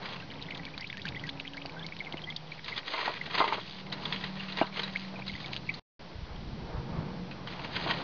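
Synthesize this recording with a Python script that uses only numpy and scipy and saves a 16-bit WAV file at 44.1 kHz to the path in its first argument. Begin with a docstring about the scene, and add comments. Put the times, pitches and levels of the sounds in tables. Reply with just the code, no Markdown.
"""Outdoors in a gravel yard, used oil dribbles from a tipped mower into a plastic pan.
Each drop ticks and traps a small air bubble, which resonates in a brief chirp. The mower shifts:
gravel scrapes and crunches by stick-slip friction, and knocks ring the steel deck and the pan.
Far traffic rumbles, engines drone, and wind thumps the faintly hissing microphone.
Near six seconds the sound drops out for a fifth of a second."""
import sys
import numpy as np
from scipy import signal
from scipy.fft import rfft, irfft
from scipy.io import wavfile
from scipy.ndimage import uniform_filter1d

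SR = 44100
rng = np.random.default_rng(int(sys.argv[2]) if len(sys.argv) > 2 else 0)


def pcm_store(signal):
    """Save signal as 16-bit PCM."""
    levels = np.round(np.clip(np.atleast_2d(signal), -1, 1) * 32767)
    wavfile.write(sys.argv[1], SR, levels.astype(np.int16).T)


N = 354123

# Spectral shapes of the noises: frequency_hz, relative_density_db
RUMBLE_SPECTRUM = [(41, -28.5), (70, -6.5), (96, -10.5), (130, -2), (167, -0.5), (242, -8.5), (424, -18),
                   (500, -21.5), (650, -40), (1100, -120)]
FAR_HISS_SPECTRUM = [(180, -35.5), (300, -4.5), (432, -8), (480, -5), (632, -7), (917, -6), (1440, -15),
                     (2500, -23), (3250, -47.5), (5500, -120)]
WIND_SPECTRUM = [(8, -18.0), (22, 9.5), (60, 7), (110, -3.5), (300, -55.5)]
GRIT_SPECTRUM = [(590, -26.5), (1000, -9), (1390, -1.5), (2140, 1.5), (2300, 0.5), (3200, -1.5), (4040, -2),
                 (4880, -6), (5530, -50), (6310, -18.5), (7200, -60), (9360, -73.5), (15800, -120)]
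DECK_SPECTRUM = [(130, -48), (220, -22.5), (472, -5.5), (517, -20), (606, -7), (739, -12), (964, -5),
                 (1600, -17.5), (2080, -53), (3520, -120)]
SPLASH_SPECTRUM = [(1200, -28), (2000, 1), (4700, 10.5), (5500, -24.5), (6400, -4), (7300, -52)]
MICROPHONE_SPECTRUM = [(880, -28), (1500, -4), (1860, -5.5), (2020, -2.5), (2120, -3.5), (2420, -4),
                       (2860, -4), (3300, -2.5), (3590, -4.5), (3940, -3), (4580, -4.5), (5440, -10.5),
                       (5840, -14.5), (7210, -47), (9370, -84), (15900, -120)]
# Distant background: time_s, rumble_db, hiss_db
BACKGROUND_LEVELS = [(0, -49.5, -50.5), (.7, -47, -50.5), (.85, -52, -54), (1.14, -46.5, -51),
                     (1.58, -50.5, -53), (2.14, -46, -48.5), (2.55, -53.5, -56), (2.76, -48.5, -55),
                     (2.9, -60, -49), (3.27, -48.5, -53), (3.71, -54, -54), (4.07, -47.5, -50),
                     (4.9, -51, -52.5), (5.45, -46, -50.5), (6.2, -51, -53.5), (6.55, -45, -49.5),
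                     (7.0, -41.5, -47.5), (7.3, -46, -50), (7.6, -46, -48), (8.03, -47.5, -41)]
# Far engine tones: start_s, length_s, pitch_hz, glide_hz_per_s, level_db
ENGINE_DRONES = [(.15, 0.68, 272.5, 6, -55.5), (1.1, 0.64, 277, 3, -52.5), (1.65, 0.41, 164.2, -1, -50.5),
                 (2, 0.65, 151.5, 5.5, -49), (3.6, 2.12, 189.9, 1.1, -45), (3.65, 1.56, 150.5, 1.5, -51.5),
                 (5.1, 0.73, 138, -14, -50), (6.55, 0.88, 470.3, 12.5, -54), (6.92, 0.81, 177.3, 8.5, -48),
                 (7.7, .5, 185, -40, -48)]
# Wind strength: time_s, level_db
WIND_LEVELS = [(0, -66), (.6, -61.5), (1.7, -66), (2.14, -66), (2.5, -68), (3.8, -69), (4.1, -59),
               (5, -67.5), (5.4, -58.5), (6.17, -61.5), (6.36, -48), (6.9, -52), (7.3, -65), (8.03, -62)]
# Pressure pulses of gusts: start_s, level_db, pitch_hz
GUSTS = [(5.28, -43, 60), (5.33, -39, 69.8), (6.148, -36.5, 70.2), (6.181, -35.5, 76.3), (6.22, -33, 59.7),
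         (6.303, -37, 61), (6.351, -40, 70), (6.472, -33.5, 50), (6.526, -37, 69.5), (6.739, -28.5, 54.5),
         (6.777, -27, 103), (6.792, -33, 90), (6.912, -35, 60.3), (6.96, -34, 50), (6.985, -23, 141),
         (7.189, -40, 60), (7.27, -41, 111)]
# The mower slides on gravel: start_s, rise_s, hold_s, level_db, deck_trim_db, sand_trim_db
SCRAPES = [(0, 0.039, 0.1, -41, 8, -9), (0.173, 0.021, .03, -47, 4, -10),
           (2.494, 0.017, 0.055, -51, -1, -1.5), (2.625, 0.035, .13, -44, 7.5, 0.5),
           (2.832, 0.048, 0.054, -39.5, -10, 0.5), (2.933, 0.016, 0.084, -34, 8, -16),
           (3.043, 0.017, 0.051, -36.5, 10, -10), (3.12, 0.027, 0.14, -45, -12, -11),
           (3.288, 0.094, 0.022, -29.5, 4, -12), (3.408, 0.015, 0.13, -36.5, 12, -16),
           (3.557, 0.017, 0.23, -49.5, 2, 2), (3.915, .005, 0.072, -46.5, 11, -4.5),
           (3.996, 0.028, 0.11, -42.5, 8, -1.5), (4.114, .01, 0.15, -42.5, -5.5, -4),
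           (4.29, 0.074, 0.2, -44.5, -11, -6.5), (4.571, .005, 0.028, -41, 9, -7),
           (4.614, 0.0045, 0.058, -50, 22, -1), (4.713, 0.041, .12, -40, -2, -7),
           (4.9, 0.035, 0.15, -49.5, -1, 2), (5.12, 0.016, 0.058, -51.5, 10, -3),
           (5.26, 0.0079, 0.015, -47.5, -10, 9.5), (5.317, 0.023, 0.23, -51, -4, 6.5),
           (5.6, 0.12, .1, -53, 5.5, 3), (7.466, .01, .22, -45.5, 5.5, -6.5),
           (7.703, 0.044, .11, -36.5, -1, -7), (7.856, 0.041, 0.027, -33, 9, -14),
           (7.934, .01, .1, -42.5, -4, -6)]
# Stones give way: start_s, level_db, deck_trim_db, pitch_hz
CRUNCHES = [(.0548, -25.5, -23, 3470), (0.089, -26, -12, 3200), (0.1312, -25.5, -2, 3260),
            (0.16, -25.5, -20, 2710), (2.643, -22, -17, 4000), (2.6796, -20, -15, 3990),
            (2.7614, -20, -18, 3370), (2.7759, -12.5, -12, 3230), (2.8784, -21.5, -18, 3340),
            (2.9342, -21, 1, 1950), (2.96, -29, -1, 1990), (2.9894, -15, -13, 2100), (3.01, -21, -24, 2640),
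            (3.057, -15, -22, 1900), (3.0764, -18, 6, 1930), (3.1587, -24, -23, 1930),
            (3.2628, -23.5, -11, 3900), (3.342, -19, -3.5, 1960), (3.3777, -12.5, -7, 2120),
            (3.4033, -21.5, 17, 1940), (3.4216, -29, -15, 2120), (3.477, -17.5, -4, 2120),
            (3.5243, -15, 4.5, 2160), (3.585, -29, -5, 2130), (3.61, -24, -18, 3290), (3.78, -32, -4, 3170),
            (3.8636, -27, -15, 2140), (3.923, -14, -17, 4100), (4.0527, -14, -13, 3400),
            (4.123, -16, -11.5, 3350), (4.16, -18, -27, 3250), (4.2083, -19.5, -11, 3260),
            (4.238, -13.5, -6.5, 3180), (4.3675, -28.5, -8, 1920), (4.4838, -25, -24, 2760),
            (4.521, -20, -15, 3900), (4.57, -14.5, -10, 3820), (4.5833, -13, -5, 2300),
            (4.619, -20.5, 10, 2850), (4.664, -24.5, -12, 4150), (4.7686, -17, -6, 3000),
            (4.7918, -14, -6, 3200), (4.8317, -13.5, -16, 3870), (4.878, -25.5, -11, 1960),
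            (5.0479, -33.5, -5, 4190), (5.1917, -33, 4, 2400), (5.2654, -29, -7, 3880),
            (5.2782, -17, -23.5, 3993), (5.4006, -24, -23, 3890), (7.311, -22, -22, 2530),
            (7.4717, -22, -7, 3070), (7.5233, -30, -19.5, 3310), (7.5919, -26, 3, 2650),
            (7.644, -24, -9, 2568), (7.7608, -20.5, -11, 3420), (7.909, -14, -3, 3150)]
# Steel deck resonances excited by friction: frequency_hz, bandwidth_hz, relative_db
DECK_RESONANCES = [(448, 53, -15.5), (568, 36, -10), (1030, 170, -6.5), (1210, 29, -11), (1902, 26, -9),
                   (1960, 8.8, -13), (2820, 14, -4.5), (3380, 24, -23.5), (3260, 18, -4.5), (4075, 61, -10)]
# Modes of the struck plastic pan and steel deck: frequency_hz, relative_db, base_t60_s
PAN_MODES = [(316, 4, 0.043), (672, 4, 0.06), (790, 3.5, 0.04), (1070, -19.5, 0.075), (1550, -14, 0.17),
             (1900, -15.5, 0.053), (2595, -19, 0.095), (2830, -29, 0.16)]
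DECK_MODES = [(516, -13.5, 0.028), (923, -4, 0.12), (930, -7.5, .06), (1044, -1.5, 0.08),
              (1210, -5.5, 0.079), (2064, -5.5, 0.064)]
# Blows on pan and deck: start_s, level_db, decay_time_ratio, tilt_db_per_octave
PAN_KNOCKS = [(1.654, -30.5, 0.34, -1), (2.1415, -34, 0.64, -8), (3.276, -37.5, 0.68, 2),
              (4.6142, -14, 0.64, -0.5), (5.139, -38.5, 1, 3), (5.19, -37.5, 0.79, 4),
              (7.863, -28.5, 0.91, -5)]
DECK_CLANKS = [(2.938, -35.5, 1, 11), (3.403, -16.5, 0.91, 1), (3.409, -17.5, 0.82, -2),
               (3.423, -24, 0.71, 5.5), (3.442, -15, 0.99, -7), (3.48, -29, 1, 5), (3.524, -16, 0.59, -4),
               (4.053, -39.5, 0.97, 2.5), (7.901, -29, 0.64, -3)]
# Air trapped by drops: start_s, level_db, pitch_hz, glide_octaves, life_ms
BUBBLES = [(0.1998, -36, 2670, 0.085, 8.3), (0.223, -45.5, 1575, -0.00025, 13),
           (0.3113, -38, 2670, 0.79, 1.6), (0.4243, -33, 3360, 0.69, 2.1),
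           (0.4854, -40.5, 2070, -0.13, 8.1), (0.5068, -32.5, 2130, 0.74, 5.4),
           (0.52, -36.5, 2170, -0.11, 9.1), (0.5472, -35, 3300, 0.4, 2.4), (0.5504, -29.5, 3060, -0.19, 1),
           (0.5713, -41, 3550, 0.52, 5), (0.577, -37, 3190.0, 0.0, 1.7), (0.594, -38.5, 1980, 0.02, 10),
           (0.634, -38, 2390.0, 0.0, 1.9), (0.652, -32.5, 2770, 1.1, 2.2),
           (0.6648, -38.5, 2270.0, 0.096, 5.5), (0.739, -38.5, 2400, 0.074, 9.1),
           (0.7783, -30.5, 1530, -0.2, 0.91), (0.778, -30.5, 3800, 0.0, 1.2), (0.795, -45, 1800, 0.13, 13),
           (0.8082, -33.5, 4440, 0.38, 3.4), (0.812, -39, 2040, 0.1, 18), (0.826, -40, 2500, 0.5, 7.9),
           (0.842, -34, 2220.0, 0.4, 7.9), (0.867, -41.5, 3000, 1.1, 9.4), (0.8992, -37, 3380, 0.078, 8.2),
           (0.8998, -30, 2100, -0.02, 3.2), (0.928, -28, 2370, -0.098, 1.3),
           (0.937, -43.5, 1700, -0.042, 14), (0.9713, -30.5, 2850, -0.24, 0.62),
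           (0.976, -41.5, 1810, 0.06, 19), (0.995, -40, 2280, 0.6, 6), (1.017, -36, 3300, 0.79, 4.2),
           (1.0538, -34.5, 3360, 0.85, 3.7), (1.0525, -29, 1600, 0.027, 4.1), (1.058, -39, 1770, 0.11, 13),
           (1.0625, -42, 2250, 0.97, 12), (1.08, -33.5, 2400, 1.2, 6.7), (1.088, -29, 3690.0, -0.099, 1.7),
           (1.147, -37.5, 2060, 0.46, 7.0), (1.1583, -39, 3270.0, 0.14, 6.6), (1.1626, -36, 1970, 0.14, 18),
           (1.1953, -31.5, 3040.0, 0.11, 2.2), (1.2378, -29.5, 2020, -0.016, 4.4),
           (1.2428, -42, 1960, -0.034, 19), (1.262, -44, 2110, 0.8, 7.6), (1.269, -31, 4670, 0.14, 1.4),
           (1.2736, -45, 1620, 0.07, 16), (1.2903, -32.5, 1850, 1.6, 5.2), (1.2898, -32.5, 3340, 0.4, 9.1),
           (1.3974, -33, 3850, 0.16, 2.0), (1.3994, -25.5, 2510.0, 0.25, 1.6),
           (1.45, -41.5, 2000.0, 0.66, 11), (1.4703, -39, 1960, 1.44, 3.4),
           (1.4764, -32.5, 3010, 0.21, 3.2), (1.5348, -26, 2950, 0.075, 1.5),
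           (1.5423, -46, 1580.0, 0.18, 10), (1.5692, -35.5, 4030, 0.35, 2),
           (1.5717, -35, 1780.0, 0.16, 2.0), (1.574, -35, 2116, 0.13, 8.4),
           (1.6158, -39.5, 2370, 0.89, 8.8), (1.659, -35, 2510.0, 0.4, 2.4),
           (1.6588, -33.5, 4580, 0.049, 2.4), (1.695, -37.5, 2200, 0.34, 3.2),
           (1.764, -43, 1504, 0.093, 23), (1.793, -39, 3420, 0.07, 6.3), (1.804, -47.5, 1660, 0.096, 25),
           (1.825, -40.5, 3200, 0.3, 14), (1.8423, -38.5, 2150, 0.038, 14.4),
           (1.8649, -28.5, 3920, 0.48, 1.6), (1.887, -38, 2300, 0.1, 1.5), (1.9223, -37, 2180, 0.16, 5.3),
           (1.966, -30.5, 2420, 1.18, 1.54), (1.9963, -37, 3040.0, 0.24, 1.6),
           (2.0024, -32.5, 2200, -0.11, 14), (2.036, -47, 3750, -0.17, 9.4), (2.048, -35, 2450, 0.55, 1.9),
           (2.0664, -35.5, 2150, -0.047, 13), (2.1239, -29.5, 2810, 0.79, 2.15),
           (2.1344, -38.5, 2150, -0.089, 11), (2.1708, -32, 2390.0, 0.44, 1.9),
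           (2.1761, -41.5, 3000, -0.24, 13.5), (2.218, -37, 3240, 0.44, 2.7), (2.2388, -37, 3140, 0.15, 9),
           (2.271, -37, 1990, 0.11, 36), (2.301, -33, 3490, -0.13, 9.3), (2.323, -38, 2020, 0.46, 4),
           (2.3622, -27, 3300, 0.81, 4.3), (2.366, -45, 3500, 0.21, 2.4), (2.372, -47, 3120, 0.19, 9),
           (2.5195, -35, 2350, -0.034, 5), (2.517, -38.5, 3980, 0.13, 3.8),
           (2.721, -32.5, 2130, -0.038, 12.7), (3.212, -27.5, 2056, -0.031, 6.6),
           (3.71, -32.5, 3570, 0.0048, 1.5), (4.3966, -34.5, 2750, 0.057, 14),
           (4.6106, -29.5, 2330, 0.046, 3.8), (4.726, -41.5, 2280, 0.03, 5.1), (4.953, -34, 1640, 0.6, 5.6),
           (4.9588, -21.5, 2140, 0.02, 5.1), (4.9706, -28, 3020, -0.23, 1.2),
           (5.157, -42, 2480, -0.067, 14), (5.22, -38.5, 2280, 0.28, 7.8), (5.295, -33, 2150, -0.021, 8.6),
           (5.335, -42, 2100, 0.3, 5.5), (5.3518, -36, 2000, 0.086, 13), (5.378, -42, 2000, 0.4, 4),
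           (5.4432, -37.5, 2170, 0.11, 7.8), (5.4605, -30.5, 3520.0, 0.11, 1.4),
           (5.532, -46, 2450, 1.05, 2), (5.534, -24, 2140, 0.89, 1.1), (5.5643, -22.5, 3160, -0.011, 1.2),
           (5.6903, -23.5, 2165, 0.31, 9.3), (5.7, -37, 2020, 0.063, 17), (5.74, -29.5, 3930, 0.081, 2),
           (5.7415, -38, 4330, -0.053, 7.0), (6.36, -46.5, 3350, -0.37, 5.5)]
# Echoes from the pan's walls: delay_ms, gain_db
PAN_REFLECTIONS = [(1.3, -20), (3.1, -15), (6.2, -13.5)]

SCRAPE_T60_S, CRUNCH_T60_AT_3KHZ_S = .15, .058
DROPOUT_S = (5.7955, 5.993)


def undb(db):
    """Amplitude ratio of a level in decibels."""
    return 10 ** (np.asarray(db) / 20)


def unit(x):
    """Normalisation to an rms of 1."""
    return x / np.sqrt(np.mean(x ** 2))


def curves(table):
    """Linear interpolation of each column over time."""
    times, *columns = np.transpose(table)
    return [np.interp(np.arange(N) / SR, times, column) for column in columns]


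def add(out, start_s, x):
    """Superposition of x on out from start_s."""
    i = int(start_s * SR)
    out[i:i + len(x)] += x[:N - i]


def band_limit(x, order, cutoff_hz, kind):
    """Maximally flat filtering."""
    return signal.sosfilt(signal.butter(order, cutoff_hz, kind, fs=SR, output="sos"), x)


def colour(x, spectrum, peaks=(), lift_db=0):
    """Minimum-phase filtering by a spectrum and its resonance peaks; the result has rms 1."""
    size = 4096
    hz = np.arange(size // 2 + 1) * SR / size + 1
    knots_hz, knots_db = np.transpose(spectrum)
    gain = undb(np.interp(np.log(hz), np.log(knots_hz), knots_db))
    gain *= 1 + sum(undb(lift_db + db) / np.sqrt(1 + (2 * (hz - centre) / width) ** 4)
                    for centre, width, db in peaks)
    cepstrum = irfft(np.log(gain))
    cepstrum[1:size // 2] *= 2
    cepstrum[size // 2 + 1:] = 0
    return unit(signal.oaconvolve(x, irfft(np.exp(rfft(cepstrum))))[:N])


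def noise(spectrum):
    """Spectrally shaped white noise of rms 1."""
    return colour(rng.standard_normal(N), spectrum)


def wander(rate_hz):
    """Random modulation: steps at rate_hz, smoothed twice, of rms 1."""
    hold = int(SR / rate_hz)
    steps = np.repeat(rng.standard_normal(N // hold + 1), hold)
    return unit(uniform_filter1d(uniform_filter1d(steps, hold), hold)[:N])


def far_traffic():
    """Incoherent distant sources sum to a broadband rumble and a smooth hiss."""
    rumble_db, hiss_db = curves(BACKGROUND_LEVELS)
    rumble = undb(rumble_db + 2.0 * wander(6)) * noise(RUMBLE_SPECTRUM)
    return rumble + undb(hiss_db + 1.7 * wander(15)) * noise(FAR_HISS_SPECTRUM)


def far_engines():
    """Periodic sources radiate tones, here wavering in amplitude and frequency."""
    out = np.zeros(N)
    for start_s, length_s, hz, glide, db in ENGINE_DRONES:
        t = np.arange(int(length_s * SR)) / SR
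        amplitude = np.sqrt(2) * undb(db + 2.0 * wander(8.04)[:len(t)])
        pitch_hz = (hz + glide * t) * (1 + .008 * wander(14.34)[:len(t)])
        swell = np.sin(np.pi * t / length_s) ** 0.69  # quick in, long hold, quick out
        add(out, start_s, amplitude * swell * np.sin(2 * np.pi * np.cumsum(pitch_hz) / SR))
    return out


def wind():
    """Turbulent pressure buffets the microphone; each gust adds a low pulse of 1.6 cycles."""
    wind_db, = curves(WIND_LEVELS)
    out = undb(wind_db + wander(13)) * noise(WIND_SPECTRUM)
    for start_s, db, hz in GUSTS:
        cycles = np.arange(int(1.6 * SR / hz)) * hz / SR
        add(out, start_s, -undb(db) * np.sin(np.pi * cycles / 1.6) * np.sin(2 * np.pi * cycles))
    return out


def clicks(spread_db):
    """Impulsive noise: heavy-tailed amplitudes give dense, uneven clicks in clumps."""
    level_db = spread_db * rng.exponential(size=N) + 2.8 * wander(260) + 1.5 * wander(60)
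    return rng.standard_normal(N) * undb(level_db)


def mower_on_gravel():
    """Stick-slip friction: grit grinds and stones give way, forcing the deck into vibration."""
    grit, deck, sand, stones = np.zeros((4, N))
    deck_coupling_db = -14.5
    for start_s, rise_s, hold_s, db, deck_db, sand_db in SCRAPES:
        t = np.arange(int((rise_s + hold_s + SCRAPE_T60_S) * SR)) / SR
        release = 1000 ** (-np.maximum(t - rise_s - hold_s, 0) / SCRAPE_T60_S)
        push = undb(db) * np.minimum(t / rise_s, 1) * release
        add(grit, start_s, undb(-4) * push)
        add(deck, start_s, undb(deck_db + deck_coupling_db) * push)
        add(sand, start_s, undb(sand_db) * push)
    t = np.arange(SR // 4) / SR
    for start_s, db, deck_db, hz in CRUNCHES:
        t60_s = CRUNCH_T60_AT_3KHZ_S * (hz / 3000) ** -.3  # lower stones ring longer
        slip = undb(db) * (1 - np.exp(-t / 0.0011)) * 1000 ** (-t / t60_s)
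        add(grit, start_s, undb(-18) * slip)
        add(deck, start_s, undb(deck_db + deck_coupling_db) * slip)
        burst = slip * rng.standard_normal(len(t))
        stone_ring = signal.lfilter(*signal.iirpeak(hz, Q=9, fs=SR), undb(-2) * burst)
        steel_ring = signal.lfilter(*signal.iirpeak(hz, Q=70, fs=SR), undb(0.5) * burst)
        add(stones, start_s, stone_ring + steel_ring)
    out = grit * colour(clicks(1.4), GRIT_SPECTRUM, DECK_RESONANCES, lift_db=8.5)
    out += deck * colour(clicks(1.0), DECK_SPECTRUM, DECK_RESONANCES, lift_db=-4.5)
    out += sand * band_limit(colour(clicks(3.7), GRIT_SPECTRUM), 3, 3400, "high")
    return out + band_limit(stones, 4, [1300, 4900], "band")


def impacts(blows, modes):
    """Free vibration: a brief contact excites normal modes, each decaying exponentially."""
    out, t = np.zeros(N), np.arange(SR // 5) / SR
    onset = 1 - np.exp(-t / 0.00015)
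    for start_s, db, decay_ratio, tilt_db in blows:
        ring = np.zeros(len(t))
        for hz, mode_db, t60_s in modes:
            gain = undb(mode_db + tilt_db * np.log2(hz / 700) + rng.uniform(-0.96, 2))
            ring += gain * 1000 ** (-t / (t60_s * decay_ratio)) * np.sin(2 * np.pi * hz * t)
        add(out, start_s, -undb(db) * ring * onset / 2)
    return band_limit(out, 2, 220, "high")  # small bodies radiate no deep bass


def bubble(db, hz, glide_octaves, life_ms):
    """Mass-spring resonance of oil on trapped air; the pitch rises as a bubble nears the surface."""
    life_samples = life_ms * SR / 1000
    age = np.arange(int(2.2 * life_samples)) / life_samples
    phase, wobble = rng.random(2)
    flutter = 1 + 0.4 * np.cos(2 * np.pi * (1.61 * age + 0.38 * wobble - .4))  # the oil wobbles
    envelope = 1.585 * (1 - np.exp(-age / 0.22)) * np.exp(-(age / 0.84) ** 2.8)
    pitch_hz = hz * 2 ** (glide_octaves * np.minimum(age, 1) ** 2)  # a negative glide sags
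    return undb(db) * envelope * flutter * np.sin(2 * np.pi * (np.cumsum(pitch_hz) / SR + phase))


def dribbling_oil():
    """Air entrainment: drops tick and trap ringing bubbles, over a patter of faint ones."""
    rings, splash = np.zeros((2, N))
    tick = np.exp(-np.arange(600) / SR / 0.0074)
    for start_s, db, hz, glide_octaves, life_ms in BUBBLES:
        add(rings, start_s, bubble(db, hz, glide_octaves, life_ms))
        # small, high bubbles come with the sharper splash
        add(splash, start_s, undb(db - 18 + 8.5 * np.log2(hz / 2500)) * tick)
    for when, level, pitch, glide, life in rng.random((200, 5)):
        faint = bubble(db=-51 + 11 * level ** 1.1, hz=1700 * 2 ** (1.3 * pitch),
                       glide_octaves=0.48 * glide ** 1.2, life_ms=1.6 + 4 * life ** 3)
        add(rings, .3 + 5.4 * when ** 1.6, faint)
    rings *= 1 + .22 * wander(900)  # spray and ripples roughen every ring
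    for delay_ms, db in PAN_REFLECTIONS:
        lag = int(delay_ms * SR / 1000)
        rings[lag:] += undb(db) * rings[:-lag]
    return band_limit(rings, 3, 5300, "low") + splash * colour(clicks(1.4), SPLASH_SPECTRUM)


def scene():
    """Linear superposition of all sources at one point."""
    background = far_traffic() + far_engines() + wind()
    knocks = impacts(PAN_KNOCKS, PAN_MODES) + impacts(DECK_CLANKS, DECK_MODES)
    return (background + mower_on_gravel() + knocks + dribbling_oil())[None]


def record(dry):
    """Transduction adds self-noise and a small offset; the sound drops out once and is low-passed."""
    self_noise, offset = undb(-55) * noise(MICROPHONE_SPECTRUM), .0026
    off_s, on_s = DROPOUT_S
    gate_times_s = [off_s, off_s + .001, off_s + .02, off_s + .028, on_s, on_s + .001]
    gate = np.interp(np.arange(N) / SR, gate_times_s, [1, .035, .025, 0, 0, 1])
    treble_cut = signal.ellip(10, .2, 80, 7100, fs=SR, output="sos")
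    return signal.sosfilt(treble_cut, (dry + self_noise + offset) * gate)


dry = scene()
out = record(dry)
pcm_store(out)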